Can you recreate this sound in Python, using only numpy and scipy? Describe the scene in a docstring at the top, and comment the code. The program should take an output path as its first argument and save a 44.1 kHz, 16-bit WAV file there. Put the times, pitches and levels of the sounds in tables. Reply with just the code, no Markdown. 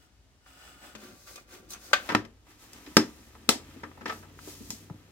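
"""A small, soft room; a stereo microphone pair close to a plastic case of thread spools on a sofa.
Hands slide over the open shell and swing the lid; nails and spools tick, palms pat, the frame squeaks.
Near 2 s the halves clack together and the spools rattle in their trays, while far outside an engine
slowly gathers speed. Two latches snap, near 3 s and 3.5 s, and the case is laid flat with soft knocks
and strokes. Knocks and rubbing take their colour from the resonances of the hollow shell."""
import sys
import numpy as np
from scipy import signal
from scipy.fft import rfft, irfft, next_fast_len
from scipy.io import wavfile
from scipy.ndimage import uniform_filter1d

SR = 44100
rng = np.random.default_rng(int(sys.argv[2]) if len(sys.argv) > 2 else 0)


def generate_wav(signal):
    """Clip the signal to [-1, 1] and save it as 16-bit WAV at the path in sys.argv[1]."""
    frames = np.transpose(np.atleast_2d(signal))
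    scaled = np.clip(frames, -1, 1) * 32767
    pcm = np.round(scaled).astype(np.int16)
    wavfile.write(sys.argv[1], SR, pcm)


N = 225517
RING_SAMPLES, ONSET_SAMPLES = 22050, 882
SWING_END_S, SHUT_AT_S = 0.95, 2.05
MIC_LAG_S = 7.5e-5  # sound reaches the left microphone first


def amp(db):
    """Decibels to amplitude."""
    return 10 ** (np.asarray(db) / 20)

def unit_rms(x):
    """Scales to rms 1."""
    return x / np.sqrt(np.mean(x ** 2) + 1e-20)

def at_level(x, db, size=ONSET_SAMPLES):
    """Sets the rms of a sound's first moments."""
    return x * amp(db) / np.sqrt(np.mean(x[:, :size] ** 2) + 1e-20)

def curve_at(points, hz):
    """Reads a table on a log-frequency axis."""
    table_hz, value = np.transpose(points)
    return np.interp(np.log(hz + 1), np.log(table_hz + 1), value)

def bins(size):
    """Frequencies of a spectrum of this many samples."""
    return np.fft.rfftfreq(size, 1 / SR)

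def add(mix, start_s, sound):
    """Lays a stereo sound into the mix."""
    part = mix[:, round(start_s * SR):][:, :sound.shape[1]]
    part += sound[:, :part.shape[1]]

def panned(x, left_db):
    """Makes the left microphone louder than the right by left_db."""
    return x * amp(np.array([[left_db], [-left_db]]) / 2)

def band(x, lo_hz, hi_hz, order=3):
    """Causal band-pass."""
    sos = signal.butter(order, [lo_hz, min(hi_hz, SR / 2 - 1000)], "band", fs=SR, output="sos")
    return signal.sosfilt(sos, x)

def coloured(x, gain_at):
    """Minimum-phase filter; gain_at gives its gain at each frequency."""
    log_gain = np.log(gain_at(abs(np.fft.fftfreq(4096, 1 / SR))))
    taps = np.fft.ifft(np.exp(np.conj(signal.hilbert(log_gain)))).real
    return signal.fftconvolve(x, taps[None, :len(taps) // 2], axes=1)[:, :x.shape[1]]

# How alike the two microphones hear the room: frequency_hz, coherence
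MIC_COHERENCE = [(50, 0.82), (300, 0.9), (700, 0.69), (1500, 0.23), (4000, 0.24), (15000, 0.072)]
def pair_noise(size, gain=1):
    """Noise at two nearby microphones: partly alike, the right one a little late."""
    hz = bins(size)
    left, unrelated = rfft(rng.standard_normal((2, size)))
    alike = np.clip(curve_at(MIC_COHERENCE, hz), 0, 1)
    right = (alike * left + np.sqrt(1 - alike ** 2) * unrelated) * np.exp(-2j * np.pi * hz * MIC_LAG_S)
    return unit_rms(irfft(np.array([left, right]) * gain, size))

# Quiet air all around the microphones: frequency_hz, gain_db
AIR_SPECTRUM = [(20, -29), (38, -23.5), (54, 4), (75, -3), (110, -6.5), (170, -16.5), (300, -22),
                (600, -23), (2000, -27.5), (6000, -29), (16000, -46)]
def room_air(level_db=-62.5):
    """The room's steady, low hush."""
    hush = pair_noise(N, amp(curve_at(AIR_SPECTRUM, bins(N))))
    return panned(amp(level_db) * hush, left_db=1.5)

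# Firmness of the hold, which keeps the shell creeping under hands and on the cushion: time_s, level_db
GRIP_FIRMNESS = [(0, -69), (.4, -70), (.7, -68), (1.05, -51.5), (1.22, -64), (1.38, -58), (1.47, -62.5),
                 (1.6, -54), (1.85, -61.5), (2.05, -52.5), (2.35, -65), (2.6, -62), (2.92, -53),
                 (3.35, -57), (3.7, -50.5), (3.9, -54), (4.5, -53), (5.11, -56)]
# Hands sliding over the case, close by: fastest_s, swell_s, fade_s, scrape_db, hiss_db
HAND_SLIDES = [(.03, 0.15, 0.091, -64, -67), (.48, 0.029, 0.11, -57, -60.5), (.67, 0.28, 0.21, -51.5, -56),
               (.855, 0.11, 0.16, -49.5, -54.5), (1.04, 0.11, 0.18, -50.5, -54),
               (1.22, 0.16, 0.25, -62.5, -56.5), (1.285, 0.036, 0.18, -51.5, -49),
               (1.539, 0.074, 0.086, -49, -51), (1.722, 0.038, .04, -51, -42),
               (1.748, 0.042, 0.065, -46, -57), (1.859, 0.11, 0.15, -54.5, -50),
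               (2.08, 0.31, 0.16, -47, -51.5), (2.51, 0.073, 0.091, -56.5, -60),
               (2.635, 0.086, 0.092, -55.5, -55), (2.77, 0.16, 0.092, -53, -58),
               (2.89, 0.29, 0.84, -57.5, -57), (3.25, 0.097, 0.25, -77, -70),
               (3.78, 0.68, 0.17, -58.5, -79), (4.14, 0.11, 0.14, -64, -51.5), (4.5, 0.15, 0.14, -55, -47),
               (4.74, 0.43, 0.18, -62, -51)]
def hand_motion(firm_db=-52.5, crest_sharpness=1.2):
    """Strength of murmur, scrape and hiss: the grip's creep plus slides that swell and fade."""
    t = np.arange(0, N, 64) / SR
    grip_db = np.interp(t, *np.transpose(GRIP_FIRMNESS))
    scrape_power, hiss_power = 0, 0
    for fastest_s, swell_s, fade_s, scrape_db, hiss_db in HAND_SLIDES:
        speed = np.interp(t, [fastest_s - swell_s, fastest_s, fastest_s + fade_s], [0, 1, 0])
        scrape_power += (amp(scrape_db) * speed ** crest_sharpness) ** 2
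        hiss_power += (amp(hiss_db) * speed ** crest_sharpness) ** 2
    creep_hiss_db = firm_db - 11.5 + 1.3 * (grip_db - firm_db)  # a power law of the grip
    murmur = np.sqrt(amp(grip_db) ** 2 + amp(-10) ** 2 * scrape_power)
    scrape = np.sqrt(amp(grip_db - 7) ** 2 + scrape_power)
    hiss = np.sqrt(amp(creep_hiss_db) ** 2 + hiss_power)
    return [np.interp(np.arange(N) / SR, t, strength) for strength in (murmur, scrape, hiss)]

def resonances(modes, hz, q):
    """Gain of the walls when hands damp each mode to a width of its pitch over q."""
    return sum(amp(db) / (1 + (2 * q * (hz - pitch_hz) / pitch_hz) ** 2) for pitch_hz, db, _ in modes)

def friction(spectrum, walls, grain_db, grain_samples):
    """Tiny uneven slips, heard through the walls."""
    size = next_fast_len(N)
    roughness = unit_rms(uniform_filter1d(rng.standard_normal(size), grain_samples))
    slips = pair_noise(size) * amp(grain_db * roughness)
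    gain = amp(curve_at(spectrum, bins(size))) * walls
    return unit_rms(irfft(rfft(slips) * gain, size)[:, :N])

# The rubbed shell's low murmur and midrange scrape: frequency_hz, gain_db
MURMUR_SPECTRUM = [(40, -32), (110, -6), (220, -0.5), (310, 2.5), (480, -9.5), (900, -19), (3000, -64.5)]
SCRAPE_SPECTRUM = [(150, -30.5), (450, -2), (750, -2), (1400, -1), (2600, -1.5), (4000, -9), (9000, -36.5)]
def rubbing(modes, hiss_spectrum, hollow_db, hiss_hollow_db):
    """Hands and cloth slide on the shell: a low murmur, a hollow scrape and a fine hiss."""
    murmur, scrape, hiss = hand_motion()
    hz = bins(next_fast_len(N))
    walls = 1 + amp(hollow_db) * resonances(modes, hz, q=31)
    damped_walls = 1 + amp(hiss_hollow_db) * resonances(modes, hz, q=18)
    low = amp(-3) * murmur * friction(MURMUR_SPECTRUM, walls, grain_db=2.5, grain_samples=600)
    mid = amp(-1.8) * scrape * friction(SCRAPE_SPECTRUM, walls, grain_db=1.5, grain_samples=90)
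    high = amp(0.2) * hiss * friction(hiss_spectrum, damped_walls, grain_db=1.5, grain_samples=40)
    return panned(low + mid, left_db=0.89) + panned(high, left_db=1.2)

# Skin gripping the open halves, then palms on the flat lid: frequency_hz, gain_db
GRIP_HISS = [(600, -34.5), (2500, -18.5), (4000, 2.5), (6500, 3), (10000, -1.5), (13000, -3.5),
             (16000, -1.5)]
PALM_HISS = [(600, -32), (2500, -3), (4000, 2), (6500, 5), (10000, -1), (13000, 0), (16000, -4.5)]
# Modes of the swinging lid and hinge, the open halves and the shut box: pitch_hz, level_db, free_t60_s
HINGE_MODES = [(268.4, 0, .2), (600, -5, .15), (733, 4, .15), (830, -2, .15), (1250, 3, .13),
               (1414, 5, .15), (1477, 3.5, .15), (1770, 1, .13), (2540, -10, .15), (2920, 4, .15),
               (3420, -0.5, .15), (5000, -10, .1), (7930, -4, .15)]
OPEN_MODES = [(214, -2.5, 0.33), (257.5, -13, 0.51), (366.3, -1, 0.053), (513, 2, 0.12), (586, -0.5, .1),
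              (748, -1.5, 0.13), (1171, 2, 0.1), (1392, 1, 0.12), (1550, -1, 0.29), (1820, -14.5, 0.08),
              (2077, -11, 0.16), (2480, -7, 0.16), (3025, -10.5, .17), (3500, -4, .15), (4000, -12, .13),
              (4500, -5, 0.077), (4970, -2.5, .11), (6260, 1.5, 0.093), (7750, -10.5, .1)]
SHUT_MODES = [(108, -2, 0.37), (185.6, -7, 0.053), (227.6, 1.5, 0.18), (262.8, -0.5, 0.22),
              (303.2, 1.5, 0.34), (375, -4.5, 0.15), (434.5, -6, 0.15), (446.8, -5.5, 0.25),
              (536, -6, 0.23), (665, -8.5, 0.085), (745, -10, 0.065), (862, -4, 0.14), (972, 0, 0.11),
              (1189, -2, 0.13), (1295, 0.5, 0.19), (1580, -8.5, 0.13), (1802, -2, .13), (2013, -6.5, .14),
              (2613, -7, .1), (3140, -6, 0.11), (3520, -5.5, .14), (4020, -1, .12), (4680, -2.5, .1),
              (5180, 7, 0.2), (5940, 1.5, .1), (6900, -2.5, .1), (7770, -11.5, 0.33), (9300, -6.5, .07)]
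def handling():
    """The rubbing changes colour as the lid swings, is gripped, and meets the tray to make one box."""
    t = np.arange(N) / SR
    swung, shut = (np.clip((t - start_s) / 0.02, 0, 1) for start_s in (SWING_END_S, SHUT_AT_S))
    lid = rubbing(HINGE_MODES, GRIP_HISS, hollow_db=6, hiss_hollow_db=8)
    halves = rubbing(OPEN_MODES, GRIP_HISS, hollow_db=7.5, hiss_hollow_db=-5.5)
    box = rubbing(SHUT_MODES, PALM_HISS, hollow_db=2, hiss_hollow_db=-24)
    return np.sqrt(1 - swung) * lid + np.sqrt(swung - shut) * halves + np.sqrt(shut) * box

def case_ring(modes, spot_hz, favour_db=7, damping=1.54):
    """Modes ring down after a blow; those near the struck spot's pitch gain up to favour_db."""
    hz, db, t60_s = np.transpose(modes)[:, :, None]
    t = np.arange(RING_SAMPLES) / SR
    scatter, skew = rng.standard_normal((2, len(modes), 1))
    db = db + 2 * scatter + favour_db * np.exp(-(np.log(hz / spot_hz) / 0.17) ** 2)
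    left = amp(db) * np.exp((2j * np.pi * hz - np.log(1000) * damping / t60_s) * t)
    phase_spread = np.sqrt(np.clip(2 * (1 - curve_at(MIC_COHERENCE, hz)), 0, None))
    right = left * np.exp(-1j * (2 * np.pi * hz * MIC_LAG_S + skew * phase_spread))
    return np.array([left.sum(0).real, right.sum(0).real])

# Reverberation of the small, soft room around the sofa: frequency_hz, t60_s
ROOM_DECAY = [(100, 0.32), (300, 0.34), (1000, 0.22), (3000, 0.21), (7000, 0.2), (15000, 0.17)]
def room_tail(build_s=0.0013):
    """Diffuse reflections build up, then die away, faster in the treble."""
    hz, t, spectra = signal.stft(pair_noise(RING_SAMPLES), SR, nperseg=256)
    decay = np.exp(-np.log(1000) * t / curve_at(ROOM_DECAY, hz)[:, None])
    tail = signal.istft(spectra * decay, SR)[1][:, :RING_SAMPLES]
    return tail * (1 - np.exp(-np.arange(RING_SAMPLES) / SR / build_s))

# Colour of a knock on the plastic at close range: frequency_hz, gain_db
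CONTACT_SPECTRUM = [(50, -25), (100, -4), (150, -0.5), (210, 5), (400, 5), (600, 4), (1500, -5.5),
                    (2400, -4.5), (5000, -7), (8000, -2.5), (10500, -8.5), (13500, -5.5), (16000, -14.5)]
def strike(chatter_s, start_s, spot_hz, ring_db, room_db):
    """A sharp touch and its chatter sound through the walls, open or shut; modes and room ring on."""
    modes = OPEN_MODES if start_s < SHUT_AT_S else SHUT_MODES
    t = np.arange(RING_SAMPLES) / SR
    force = pair_noise(RING_SAMPLES) * np.exp(-t / chatter_s) * np.sqrt(0.0015 / chatter_s)
    first_touch = 7.2 * np.exp(-chatter_s / 0.0027)
    force[[0, 1], [0, round(MIC_LAG_S * SR)]] += first_touch
    wall_gain = lambda hz: 0.9 + 0.5 * amp(8) * resonances(modes, hz, q=15.4)
    walls = coloured(force + amp(room_db) * room_tail(), wall_gain)
    ring = amp(ring_db) * case_ring(modes, spot_hz)
    spot_lift_db = lambda hz: 4 / (1 + (7 * (hz / spot_hz - 1)) ** 2)
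    return coloured(walls + ring, lambda hz: amp(curve_at(CONTACT_SPECTRUM, hz) + spot_lift_db(hz)))

# Nails and shifting spools, close by: start_s, level_db, pitch_hz, chatter_decay_s
LIGHT_TOUCHES = [(0.4628, -58.5, 1470, 0.0055), (0.837, -52.5, 1480, 0.023), (1.273, -57.5, 1920, 0.024),
                 (1.378, -51, 1380, 0.011), (1.705, -46.5, 9100, 0.0049), (1.733, -43, 5950, 0.0065),
                 (1.914, -51.5, 625, 0.0027), (2.468, -61.5, 1250, 0.014), (2.7326, -50.5, 7600, 0.0029),
                 (2.863, -50, 2090, 0.016), (3.352, -52.5, 1240, 0.0068), (3.915, -56, 1200, 0.002),
                 (3.973, -51.5, 950, 0.019), (4.228, -52.5, 1270, 0.028), (4.39, -50.5, 1450, 0.0051),
                 (4.4742, -50.5, 600, 0.006), (4.724, -51, 6650, 0.014), (4.8994, -49, 800, .003)]
def ticks(band_ratio=2.05):
    """Light touches ring only a part of the case's range."""
    out = np.zeros((2, N))
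    for start_s, db, hz, chatter_s in LIGHT_TOUCHES:
        hit = strike(chatter_s, start_s, hz, ring_db=-33, room_db=-18)
        tick = band(hit, hz / band_ratio, hz * band_ratio, order=2)
        add(out, start_s, at_level(tick, db))
    return panned(out, left_db=2)

# Borders of a blow's five bands (thump, knock, clack, crack, tick): frequency_hz
BLOW_BAND_EDGES = [60, 450, 1100, 2400, 6000, 16000]
def balanced(hit, levels_db):
    """Bends a hit's spectrum smoothly so that each band starts near its level."""
    edges = list(zip(BLOW_BAND_EDGES, BLOW_BAND_EDGES[1:]))
    centres_hz, gains_db = np.sqrt(np.prod(edges, axis=1)), np.zeros(len(edges))
    gain_at = lambda hz: amp(curve_at(np.c_[centres_hz, gains_db], hz))
    for _ in range(3):
        onset = coloured(hit[:, :ONSET_SAMPLES], gain_at)
        onset_db = np.array([10 * np.log10(np.mean(band(onset, lo, hi) ** 2)) for lo, hi in edges])
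        step_db = levels_db - onset_db
        common_db = np.median(step_db)
        gains_db += common_db + np.clip(step_db - common_db, -9, 9)
    return coloured(hit, gain_at)

# How a blow spreads over those five bands: offset_db, weight_share, hardness_share
BAND_SHARES = [(0, 1, 0), (-3, 0.17, 0.048), (-0.5, 0, 0), (3.5, 0, .56), (-1, 0.021, 0.98)]
# Hard blows on the case, close by; weight is bass over clack, hardness is treble over clack:
# start_s, clack_db, weight_db, hardness_db, pitch_hz, chatter_decay_s, rise_s, left_db
HARD_BLOWS = [(0.951, -50, 0.5, -5, 900, 0.0096, 0.00021, 4.5),
              (1.3572, -57, -4, 7, 2430, 0.011, 0.00033, 3),
              (1.9314, -17.5, -22.5, -14.5, 1650, 0.0074, 0.0012, 3),
              (2.0894, -32.5, -7, -17, 1380, 0.0099, 0.00083, 3),
              (2.0981, -32, -5, -20.5, 1000, 0.025, .00055, 0.5),
              (2.1196, -34.5, 0, -22, 1280, 0.01, 0.00071, 2),
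              (2.1493, -21, -2.5, -17.5, 205, 0.004, 0.00012, 3),
              (2.249, -54.5, 1, -9, 2450, 0.0069, 0.00071, 5),
              (2.968, -18, 3.5, -4, 5200, 0.0043, .0002, 0.5),
              (3.4902, -24, -5, 2.5, 4000, 0.0025, 0.0011, 1),
              (3.834, -39.5, -5, -27, 1200, 0.0091, 0.00093, 4.5),
              (4.0076, -49, 0, -22, 1300, 0.017, 0.0045, 1.5),
              (4.056, -34.5, -6, -18, 454, 0.0064, 0.0061, 2.5),
              (4.079, -44.5, -7, -9, 1310, 0.011, .0007, 5),
              (4.094, -32, -19, -23.5, 1340, 0.0056, 0.0071, 2.5),
              (4.123, -43.5, -4, -22, 1310, 0.0074, 0.00058, 0),
              (4.7044, -50, -0.5, 13, 6270, 0.0011, 0.001, 3.5)]
def blows():
    """Lid, latches and tumbling spools hit the shell; a glancing blow swells briefly before it rings."""
    out, t = np.zeros((2, N)), np.arange(1, RING_SAMPLES + 1) / SR
    offset_db, weight_share, hardness_share = np.transpose(BAND_SHARES)
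    for start_s, clack_db, weight_db, hardness_db, hz, chatter_s, rise_s, left_db in HARD_BLOWS:
        hit = strike(chatter_s, start_s, hz, ring_db=-34.5, room_db=-21) * (1 - np.exp(-t / rise_s))
        levels_db = clack_db + offset_db + weight_db * weight_share + hardness_db * hardness_share
        add(out, start_s, panned(balanced(hit, levels_db), left_db))
    return out

# Hands and sofa cushion meeting the shell: start_s, level_db, pitch_hz, damping_t60_s
SOFT_PATS = [(1.026, -52.5, 257, 0.29), (1.122, -56.5, 215, 0.11), (1.623, -61, 366, 0.14),
             (2.873, -49.5, 315, .2), (3.4857, -32, 212, 0.047), (3.554, -40.5, 308, 0.12),
             (3.759, -48.5, 310, 0.33), (4.4725, -46, 348, 0.4), (4.604, -46, 243, 0.35),
             (4.693, -48.5, 180, .15), (4.726, -47.5, 235, 0.27), (4.903, -40.5, 140, 0.22),
             (4.944, -50.5, 127, 0.069)]
def pats(band_ratio=1.28, rise_s=0.0014, chatter_s=0.005):
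    """Soft, slow contacts wake only the low modes, and the resting hand stills them."""
    out, t = np.zeros((2, N)), np.arange(RING_SAMPLES) / SR
    for start_s, db, hz, t60_s in SOFT_PATS:
        hit = strike(chatter_s, start_s, hz, ring_db=-38, room_db=-20.5)
        envelope = (1 - np.exp(-t / rise_s)) * np.exp(-np.log(1000) * t / t60_s)
        pat = band(hit * envelope, hz / band_ratio, hz * band_ratio, order=2)
        add(out, start_s, at_level(pat, db, size=1323))
    return panned(out, left_db=0.97)

# The frame flexing in the grip, centred between the microphones: start_s, level_db, length_s, pitch_hz
FRAME_SQUEAKS = [(1.341, -54, 0.081, 2455), (1.521, -54, 0.09, 373)]
def squeaks(width_hz=40):
    """Stick and slip keeps one mode singing for a moment."""
    out = np.zeros((2, N))
    for start_s, db, length_s, hz in FRAME_SQUEAKS:
        size = round(length_s * SR)
        resonance = 1 / (1 + (2 * (bins(size) - hz) / width_hz) ** 2)
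        add(out, start_s, amp(db) * pair_noise(size, resonance) * np.hanning(size))
    return out

# An engine far outside, heard from indoors: time_s, firing_rate_hz, level_db
ENGINE_RUN = [(0, 51.4, -100), (1.5, 54.13, -66.5), (2.3, 57.64, -62), (2.899, 65.32, -65.5),
              (3.3, 71.8, -58.5), (3.601, 81.1, -57), (4.0, 87.4, -58), (4.4, 92.5, -56), (4.7, 94, -56),
              (5.11, 99.8, -61)]
# The tones of its drone: firing_rate_multiple, level_db
DRONE_TONES = [(.6, -8), (1, 0), (1.6, -5.5)]
def far_engine():
    """A low drone climbs with the firing rate, wavering in pitch and level together."""
    time_s, rate_hz, level_db = np.transpose(ENGINE_RUN)
    t = np.arange(N) / SR
    waver = unit_rms(uniform_filter1d(rng.standard_normal(N), size=4000))
    firings = np.cumsum(np.interp(t, time_s, rate_hz) * (1 + 0.016 * waver)) / SR
    drone = unit_rms(sum(amp(db) * np.sin(2 * np.pi * ratio * firings) for ratio, db in DRONE_TONES))
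    return panned(drone * amp(np.interp(t, time_s, level_db) + 1.1 * waver), left_db=1.5)

# The front wall as the first latch snaps over its lip, then the second latch's metal clasp,
# both close by and a little to the left: pitch_hz, level_db, t60_s
LIP_MODES = [(224.5, 2.5, .17), (311, 7, 0.21), (386, 5, .15), (745, -0.5, 0.112), (876, 9, 0.079),
             (956, -3, .13), (1317, -1.5, 0.12), (1583, 1.5, 0.12), (1803, -3, 0.12), (3568, -2, 0.16)]
CLASP_MODES = [(2160, 1.5, 0.23), (3130, -8, .15), (3990, -5.5, .16), (4960, -10, .16), (8010, 2.5, 0.22)]
def latches():
    """Each latch leaves a brief ring of its own as it springs home."""
    out = np.zeros((2, N))
    for start_s, db, modes in (2.969, -21, LIP_MODES), (3.491, -34.5, CLASP_MODES):
        ring = case_ring(modes, spot_hz=modes[0][0], favour_db=0, damping=1)
        add(out, start_s, at_level(ring, db))
    return panned(out, left_db=2.5)

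def scene():
    """The case close to the microphones; behind it, the far engine and the room's air."""
    case = blows() + latches() + ticks() + pats() + squeaks() + handling()
    return case + far_engine() + room_air()

def record(dry, cutoff_hz=16000):
    """The microphone signals are clipped at full scale, then low-passed."""
    lowpass = signal.firwin(511, cutoff_hz, window=("kaiser", 9), fs=SR)
    return signal.oaconvolve(np.clip(dry, -1, 1), lowpass[None], "same", axes=1)


dry = scene()
out = record(dry)
generate_wav(out)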